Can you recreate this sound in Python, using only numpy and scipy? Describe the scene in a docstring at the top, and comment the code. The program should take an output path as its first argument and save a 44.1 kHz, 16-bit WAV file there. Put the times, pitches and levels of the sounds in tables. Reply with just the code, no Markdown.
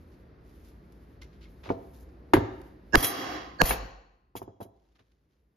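"""Punching a slot in leather

A mallet is lifted off a workbench, taps a steel punch once to seat it, then drives it through leather
with two hard blows. Loose steel tools jump and jingle; the mallet is laid down, bouncing, and the
punch is pulled free. The blows overload a limiter, which lifts the room's tail as it recovers and
finally stays turned down."""
import sys
import numpy as np
from scipy import signal
from scipy.fft import rfft, irfft, next_fast_len
from scipy.io import wavfile
from scipy.ndimage import uniform_filter1d

SR = 44100
rng = np.random.default_rng(int(sys.argv[2]) if len(sys.argv) > 2 else 0)


def master(y):
    """Save y as 16-bit WAV."""
    cut = np.clip(np.atleast_2d(y).T, -1, 1)
    pcm = np.round(cut * 32767)  # scale
    wavfile.write(sys.argv[1], SR, pcm.astype(np.int16))


N = 245195


def amp(db):
    """Decibels to gain."""
    return 10 ** (np.asarray(db) / 20)


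def at_hz(points, hz):
    """Read a curve on a log-frequency axis."""
    f, value = np.transpose(points)
    return np.interp(np.log(np.maximum(hz, 1)), np.log(f), value)


def seconds(length):
    """A time axis."""
    return np.arange(int(length * SR)) / SR


def unit(x):
    """Scale to the energy of 10 ms at rms 1."""
    return x / np.sqrt(np.mean(np.sum(x ** 2, axis=-1)) / (.01 * SR))


def add(out, s, x):
    """Mix a sound in at time s."""
    i = int(s * SR)
    out[:, i:i + x.shape[-1]] += x[..., :N - i]


def soften(x, hz):
    """Two-pole low-pass."""
    return signal.sosfilt(signal.butter(2, min(hz, .45 * SR), fs=SR, output="sos"), x)


def low_cut(x, hz):
    """Two-pole high-pass."""
    return signal.sosfilt(signal.butter(2, hz, "high", fs=SR, output="sos"), x)


# Stereo image, near mono in the bass and wider above: f/Hz, left-right correlation
STEREO_IMAGE = [(80, 0.985), (330, 0.92), (480, 0.69), (750, -0.25), (1500, 0.023), (3000, 0.7),
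                (12000, 0.093)]
def spread(mid, side, hz):
    """Blend two noises into left and right, as wide as the image is at hz."""
    alike = at_hz(STEREO_IMAGE, hz)
    return np.sqrt(1 + alike) * mid + np.sqrt(1 - alike) * side * [[1], [-1]]


def noise(spectrum, size):
    """Coloured stereo noise at rms 1."""
    padded = next_fast_len(size, True)
    hz = np.arange(padded // 2 + 1) * SR / padded
    mid, side = rfft(rng.standard_normal((2, padded)))
    x = irfft(spread(mid, side, hz) * amp(at_hz(spectrum, hz)), padded)[:, :size]
    return x / x.std()


def burst(spectrum, t60s, t, order=1):
    """Countless dense modes struck at once: noise that dies at its own pace in each band."""
    out, edges_hz = 0, np.geomspace(50, 17000, 15)
    for low, high in zip(edges_hz, edges_hz[1:]):
        hz = np.sqrt(low * high)
        bandpass = signal.butter(2, [low, high], "band", fs=SR, output="sos")
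        mid, side = rng.standard_normal((2, len(t))) * amp(-60 * t / at_hz(t60s, hz))
        band = signal.sosfilt(np.tile(bandpass, (order, 1)), spread(mid, side, hz) + 1e-18)
        out = out + unit(band) * np.sqrt(high - low) * amp(at_hz(spectrum, hz))
    return unit(out)


def ring(modes, t, onset_cycles=0.19):
    """Decaying sines that speak within a cycle, widened by a phase lead on the left."""
    out = 0
    for hz, db, t60 in modes:
        skew = np.arccos(at_hz(STEREO_IMAGE, hz)) * np.array([[.5], [-.5]])
        envelope = amp(db - 60 * t / t60) * (1 - np.exp(-t * hz / onset_cycles))
        out = out + envelope * np.sin(2 * np.pi * hz * t + skew)
    return out


# Room tone spectrum: f/Hz, relative level/dB
HUM = [(12, -58.5), (20, -21), (36, -19), (55, 3.5), (95, -10), (193, -13), (347, -14.5), (759, -27.5),
       (1910, -34.5), (3070, -45.5), (4810, -46.5), (7310, -59.5), (8410, -76), (10200, -58.5),
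       (12400, -56), (16000, -68.5)]
def hum(level_db=-51.5):
    """The workshop's steady hum: a bed of bass-heavy noise."""
    return amp(level_db) * noise(HUM, N)


# Reverb colour: f/Hz, relative level/dB
ROOM_COLOUR = [(60, 5), (110, 7.5), (200, 4), (350, 2), (650, -2.5), (1200, -4.5), (3000, -7.5), (4500, -4),
               (6500, -2.5), (8500, -19.5), (15000, -14)]
# Reverb decay: f/Hz, t60/s
ROOM_T60 = [(100, 0.79), (400, 0.73), (1200, 0.71), (3000, 0.76), (6000, 0.61), (9500, .2), (13000, .12)]
def room_tail(x, wet_db=-16.5, build_s=0.0044):
    """A diffuse tail that builds up as the first reflections come back."""
    t = seconds(0.95)
    reflections = burst(ROOM_COLOUR, ROOM_T60, t, order=2) * (1 - np.exp(-t / build_s))
    impulse_response = unit(reflections) / np.sqrt(.01 * SR)
    return amp(wet_db) * signal.fftconvolve(x, impulse_response, axes=1)[:, :N]


# Friction colour, for rustle and scuffs: f/Hz, relative level/dB
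BRUSH = [(150, 3), (700, 1.5), (2200, -4), (4500, -5), (7000, -5.5), (8300, -8), (11500, -0.5),
         (14000, -4.5), (16000, -27)]
# Fader ride of the hands' rustle: t/s, level/dB
RUSTLE_RIDE = [(0, -73.5), (.2, -77), (.33, -90), (.43, -81), (.6, -68), (.72, -72.5), (.8, -79.5),
               (.88, -77), (1.08, -74.5), (1.19, -81), (1.3, -78.5), (1.85, -71), (2.2, -82.5), (2.68, -70),
               (2.8, -82.5), (2.91, -71), (3.1, -81), (5.56, -71)]
def hand_rustle(swing_db=2.5):
    """The hands shift their grip: a faint, uneven rustle comes and goes."""
    level_db = np.interp(np.arange(N) / SR, *np.transpose(RUSTLE_RIDE))
    restless = np.tanh(noise([(15, 0.5), (40, -27.0), (200, -84)], N)[0])
    return amp(level_db + swing_db * restless) * noise(BRUSH, N)


# Scuff cues: t/s, level/dB, attack/s, low cut/Hz, high cut/Hz
SCUFFS = [(0.115, -68, 0.014, 1500, 6000), (0.43, -62, 0.062, 2500, 12500),
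          (0.634, -59.5, 0.022, 2490, 11000), (0.679, -65.5, .008, 3000, 13000),
          (0.921, -65.5, 0.003, 2500, 12500), (1.213, -50, 0.0094, 1500, 6000),
          (1.322, -65.5, 0.017, 2000, 4000), (1.405, -55, 0.022, 2500, 3860),
          (1.485, -67.5, 0.0226, 10000, 14000), (1.631, -44, 0.0206, 603, 3680),
          (1.687, -52.5, 0.015, 2000, 5000), (1.844, -63.5, 0.052, 9000, 14000),
          (1.93, -57, 0.022, 3500, 13800), (1.951, -44, 0.25, 200.4, 420),
          (1.998, -58.5, 0.013, 6000, 14000), (2.085, -72.5, 0.0044, 1490, 6924),
          (2.614, -62, 0.0016, 2998, 13980), (4.70, -47.5, 0.19, 1000, 7081),
          (4.951, -48, 0.0069, 1200, 4033), (4.986, -43.5, 0.0095, 793.5, 3530),
          (5.11, -56.5, 0.0077, 1001, 7006), (5.29, -56, 0.038, 998.6, 6980)]
def scuffs(grain_db=4):
    """Fingers, sleeve and punch brush the leather: grainy friction rises and fades with each move."""
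    out, t = np.zeros((2, N)), seconds(0.977)
    for s, db, rise_s, low_hz, high_hz in SCUFFS:
        friction = noise(BRUSH, len(t))
        grain = amp(grain_db * noise([(200, -18.5), (800, -39.5)], len(t))[0])
        band = low_cut(soften(friction * grain, high_hz), low_hz)
        add(out, s, amp(db) * unit(band * t * np.exp(-t / rise_s)))
    return out


# Sub-bass modes of the bench on its legs: f/Hz, level/dB, t60/s
LEG_MODES = [(45.66, -13.5, 0.845), (52.75, -8.5, 0.635)]
def bench_sway(heave_hz=28.4, heave_db=5, heave_t60=0.053, inertia_hz=80):
    """The bench heaves under each blow and rocks after the last, too heavy to start abruptly."""
    out, t = np.zeros((2, N)), seconds(0.92)
    heave_lag_s, rock_lag_s = .012, 0.0702
    for s, crack_db, *_ in BLOWS:
        add(out, s + heave_lag_s, ring([(heave_hz, crack_db + heave_db, heave_t60)], t))
    add(out, BLOWS[-1][0] + rock_lag_s, ring(LEG_MODES, t))
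    return soften(out, inertia_hz)


# Clink cues: t/s, f/Hz, level/dB, t60/s
CLINKS = [(1.222, 2110, -46.5, 0.073), (1.455, 2149, -56, 0.069), (1.691, 2256, -37.5, 0.034),
          (2.338, 4570, -42, 0.12), (2.339, 1666, -20, 0.081), (3.709, 1695, -6, 0.028),
          (3.709, 2284, -6, 0.054), (3.71, 2630, -8.5, 0.042), (4.365, 3270, -29.5, 0.06),
          (4.37, 5690, -51, 0.372), (4.371, 5026, -49, 0.33), (4.614, 3350, -39, 0.041),
          (4.618, 3949, -45, 0.13)]
def clinks():
    """A single touch of steel on steel wakes just one mode of a tool."""
    out = np.zeros((2, N))
    for s, hz, db, t60 in CLINKS:
        add(out, s, ring([(hz, db, t60)], seconds(.4)))
    return out


# Colour of steel ticking on the bench: f/Hz, relative level/dB
CHATTER = [(500, -20), (2000, -11.5), (4500, -16.5), (7000, -11), (8300, -27), (9700, -9.5), (11500, -6.5),
           (13400, -7.5), (14200, -25), (16000, -22.5)]
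# Modes of the loose tools: f/Hz, relative level/dB, t60 before bench damping/s
TOOL_MODES = [(3274, -5, .13), (3985, -17, .18), (5087, -17, .18), (6335, -15, .15), (6640, -14, .14),
              (9383, -14, .15), (10035, -6, .14), (10796, -2, .15), (11238, -2, .14), (12372, -6, .15),
              (12411, -5, .15), (13033, -1, .14), (13182, -5, .15), (13491, -2, .13), (14832, -6, .13)]
def rattle(length_s, ring_db, touches_per_s=500, tick_t60=0.071, scatter_db=1.5, ring_rise_s=0.0017):
    """A quick run of uneven touches builds up the tools' ring; the bench top shortens it."""
    t, damping = seconds(.28), 0.94
    touches = (rng.random(len(t)) < touches_per_s / SR) * rng.standard_normal(len(t)) * (t < length_s)
    touches[0] = 1.5  # a firm first hit
    tick = noise(CHATTER, len(t)) * amp(-60 * t / tick_t60)
    chatter = unit(signal.fftconvolve(tick, touches[None])[:, :len(t)])
    struck = [(hz, db + scatter_db * rng.standard_normal(), t60 * damping) for hz, db, t60 in TOOL_MODES]
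    build_up = np.sqrt(np.cumsum(touches ** 2)) * (1 - np.exp(-t / ring_rise_s))
    return unit(chatter + amp(ring_db) * unit(ring(struck, t) * build_up))


# Jingle cues: t/s, level/dB, run of touches/s, ring over chatter/dB
JINGLES = [(2.339, -29.5, 0.003, -9), (2.97, 0, 0.045, -2), (3.0272, 7, 0.018, 2.5),
           (3.0646, -2.5, 0.0066, 20), (3.088, -19, 0.025, 14.5), (3.632, -4, 0.025, -8),
           (3.6578, -2.5, 0.019, 0.5), (3.682, -0.5, 0.0205, 3.5), (3.713, -12, 0.0265, -3.5),
           (4.356, -28.5, 0.011, -17), (4.365, -20, 0.018, -16), (4.417, -38.5, 0.0113, -13),
           (4.606, -37, .012, -22), (4.616, -31, .016, -6)]
def jingles():
    """Thrown up by a jolt, steel tools rattle, land and settle."""
    out = np.zeros((2, N))
    for s, db, length_s, ring_db in JINGLES:
        add(out, s, amp(db) * rattle(length_s, ring_db))
    return out


# Modes of the contact's snap: f/Hz, relative level/dB, t60/s
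SNAP_MODES = [(755, -1.5, 0.013), (918, -0.53, 0.016)]
# Modes of the bench's boom: f/Hz, relative level/dB, t60/s
BENCH_MODES = [(59.4, -22, 0.18), (97.6, -15.5, 0.22), (109.9, -18.5, 0.4), (162.6, -15.5, 0.12),
               (207.3, -8.5, 0.087), (283, 0, 0.051), (339.6, 1, 0.035), (385, -1, 0.072), (470, -5, 0.07),
               (527, -8.5, 0.06), (669.3, -11, 0.12), (755, -20.5, 0.097), (871.4, -20.5, .08)]
# Clack colour: f/Hz, relative level/dB
CLACK = [(60, -13.5), (150, -4.5), (350, 2), (700, 2.5), (1100, 1.5), (1600, 1.5), (2200, -5.5), (4500, -8),
         (8000, -16.5), (13000, -25)]
# Clack decay: f/Hz, t60/s
CLACK_T60 = [(150, 0.073), (700, 0.1), (2000, 0.076), (12000, 0.28)]
# Knocks and bounces: t/s, level/dB, high cut/Hz, clack over snap/dB, boom over contact/dB,
# boom tilt/(dB per octave)
KNOCKS = [(1.660, -44, 1300, 12, -7, 4), (1.681, -51, 600, 2, 15, -7), (1.6905, -40.5, 3500, 3, -18, -2.5),
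          (1.7024, -28, 1392, -5, 6.5, 1), (2.3348, -12.5, 3450, -2, -6, -2),
          (2.3476, -27, 2630, 14.5, 8.5, -2.5), (2.367, -24.5, 1998, -4.5, 6.5, -3),
          (2.3745, -35, 900, 13, 6, 0.5), (2.419, -46, 796, 11, 9, 1), (2.959, -1, 110, -3, -3, -10),
          (3.028, -9.5, 3500, -5, -1.5, -1.5), (3.619, -11, 110, 0, -1, -6), (3.707, -3, 5000, 1, -9, -1),
          (3.734, -16, 4950, 5, -8, -5.5), (3.827, -23.5, 150, 12.5, -1, -3.5),
          (4.353, -18, 1240, -1, -0.5, -2), (4.4173, -20.5, 1167, -5, 0, -2), (4.478, -29.5, 987, 4, 7, -1),
          (4.603, -24.5, 997.2, 6, 4, -3), (4.612, -21, 1000, -1.5, -4.5, 0), (4.653, -37.5, 693, 10, 8, 2),
          (5.001, -47.5, 459.2, 4, 5, -5.5)]
def knocks(boom_rise_s=0.0018, contact_rise_s=0.0003, scatter_db=1.5):
    """A contact snaps and sets the bench top clacking and booming; a soft one is dull."""
    out, t = np.zeros((2, N)), seconds(0.25)
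    snap = unit(ring(SNAP_MODES, t))
    for s, db, contact_hz, clack_db, boom_db, tilt_db in KNOCKS:
        clack = amp(clack_db) * burst(CLACK, CLACK_T60, t)
        contact = (snap + clack) * (1 - np.exp(-t / contact_rise_s))
        dulled = unit(soften(soften(contact, contact_hz), contact_hz))
        struck = [(hz, mode_db + tilt_db * np.log2(hz) + scatter_db * rng.standard_normal(), t60)
                  for hz, mode_db, t60 in BENCH_MODES]  # each spot favours other modes
        boom = unit(ring(struck, t) * (1 - np.exp(-t / boom_rise_s)))
        add(out, s, amp(db) * (dulled + amp(boom_db) * boom))
    return out


# Lead-ins: crack's t/s, level/dB, noise over tone/dB, overtones as (f/Hz, relative level/dB)
SWELLS = [(2.9542, 0.5, -8, [(2762, -24), (5292, -21.5), (6718, -28)]), (3.617, -4, -11, [(4436, -16.5),
          (7187, -29.5)])]
def swells(tone_hz=1652, rise_s=0.0075, lead_s=.03, left_db=-22, waver=0.54, overtone_db=-8):
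    """A brief, rough, steely tone, mostly on the right, swells into each hard crack."""
    out, t = np.zeros((2, N)), seconds(lead_s)
    growth = (np.exp(t / rise_s) - 1) / np.exp(lead_s / rise_s)
    grit_colour = [(100, -4.5), (300, 2.5), (850, 1.0), (2500, -22.5), (3700, -30), (6800, -17.5),
                   (8500, -42.5)]
    for s, db, grit_db, overtones in SWELLS:
        flutter = 1 + waver * noise([(150, 2.0), (500, -48.5)], len(t))[0]
        pings = sum(amp(level + overtone_db) * np.sin(2 * np.pi * hz * t) for hz, level in overtones)
        tone = growth * np.sin(2 * np.pi * tone_hz * t) + growth ** .4 * pings  # overtones come in early
        grit = amp(grit_db) * growth * noise(grit_colour, len(t))
        add(out, s - lead_s, amp(db) * (tone * flutter * amp([[left_db], [0]]) + grit))
    return out


# Mallet hits: t/s, crack level/dB, ring level/dB, thump's starting f/Hz, its first octave's fall/s,
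# thump over crack/dB, thump attack/s
BLOWS = [(2.3364, -24, -70, 380, .05, 15, .0065), (2.9547, 17.5, -10, 1446, .0012, -6.5, .003),
         (3.6163, 13, -24.5, 1455, .0008, -9.5, .0045)]
def thumps():
    """As the edge bites, a dead thump swells, sags in pitch and is choked by the leather."""
    out, t = np.zeros((2, N)), seconds(.05)
    for s, crack_db, _, hz, sag_s, thump_db, peak_s in BLOWS:
        cycles = np.cumsum(hz / (1 + t / sag_s)) / SR
        envelope = t * np.exp(-.5 * (t / peak_s) ** 2)
        add(out, s, amp(crack_db + thump_db) * unit(np.sin(2 * np.pi * cycles) * envelope))
    return out


# Crack colour: f/Hz, relative level/dB
CRACK = [(100, 1.5), (250, -4), (450, -3), (900, 2.5), (1500, 0.5), (2300, -8), (3500, -11), (5500, -11),
         (8000, -21), (12000, -11), (16000, -28)]
# Crack decay: f/Hz, t60/s
CRACK_T60 = [(200, 0.054), (700, 0.017), (2000, 0.0025), (12000, 0.012)]
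# Other tools humming in sympathy: f/Hz, level over crack/dB, t60/s
SYMPATHY_MODES = [(1052, -49, 1.6), (1210, -51.5, 0.92), (1278, -52.5, 1.0), (1373, -50, .8)]
# Modes of the steel punch: f/Hz, relative level/dB, t60/s
PUNCH_MODES = [(1701, -13, .5), (2304, -9, .5), (3268, -3, .58), (3276, -6, .4), (4005, -12, .6),
               (4452, -12, .6), (5082, -16, .55), (5362, -11, .6), (5621, -5, .6), (5658, -11, .55),
               (5984, -13, .5), (6340, -12, .55), (6630, -9, .42), (9740, 1, .38), (9781, 2, .43),
               (10030, -5, .33), (11853, 4, .43), (11861, -3, .43), (15170, 2, .3)]
def mallet_blows(ring_rise_s=0.015):
    """Mallet on punch: a crack, then the steel's ring swells as the mallet leaves it."""
    out, t = np.zeros((2, N)), seconds(0.958)
    punch = ring(PUNCH_MODES, t) * (1 - np.exp(-t / ring_rise_s))
    sympathy = ring(SYMPATHY_MODES, t)
    for s, crack_db, ring_db, *_ in BLOWS:
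        add(out, s, amp(crack_db) * burst(CRACK, CRACK_T60, seconds(0.12)))
        add(out, s, amp(ring_db) * punch + amp(crack_db) * sympathy)
    return out


def scene(board_hz=55, send_cut_hz=370, jingle_send_db=-7, thump_send_db=-6):
    """Everything on the bench, with a send to the room, over the workshop's hum."""
    contacts = mallet_blows() + knocks() + clinks() + scuffs()
    bench = low_cut(contacts, board_hz)  # a board radiates little deep bass
    tools, thud = jingles(), thumps()
    send = low_cut(bench + amp(thump_send_db) * thud, send_cut_hz)  # thumps are heard mostly close by
    room = room_tail(send + amp(jingle_send_db) * tools)
    return bench + thud + tools + room + swells() + bench_sway() + hand_rustle() + hum()


def limiter(x, limit_db=-9, release_db_per_s=75, overload_db=12, held_db=19):
    """Ducks at once and recovers steadily; from the second overload on it stays turned down."""
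    release_db = release_db_per_s * np.arange(N) / SR
    power = uniform_filter1d(np.mean(x ** 2, axis=0), size=132)  # 3 ms detector
    over_db = np.maximum(10 * np.log10(np.maximum(power, 1e-12)) - limit_db, 0)
    cut_db = np.maximum.accumulate(over_db + release_db) - release_db
    overload_starts = np.diff((cut_db > overload_db).astype(int), prepend=0) > 0
    cut_db = np.maximum(cut_db, held_db * (np.cumsum(overload_starts) >= 2))
    return x * amp(-uniform_filter1d(cut_db, size=40))


def record(dry, dip_hz=8300, dip_q=1.9, dip_db=-15, roll_off_hz=13200, top_cut_hz=15900):
    """The microphone's treble dip and roll-off, then limiter, soft clipping and a steep top cut."""
    notched = signal.lfilter(*signal.iirnotch(dip_hz, dip_q, fs=SR), dry)
    dipped = notched + amp(dip_db) * (dry - notched)
    rolled_off = signal.sosfilt(signal.butter(4, roll_off_hz, fs=SR, output="sos"), dipped)
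    rounded = np.tanh(limiter(rolled_off))
    return signal.sosfilt(signal.ellip(12, .1, 110, top_cut_hz, fs=SR, output="sos"), rounded)


dry = scene()
out = record(dry)
master(out)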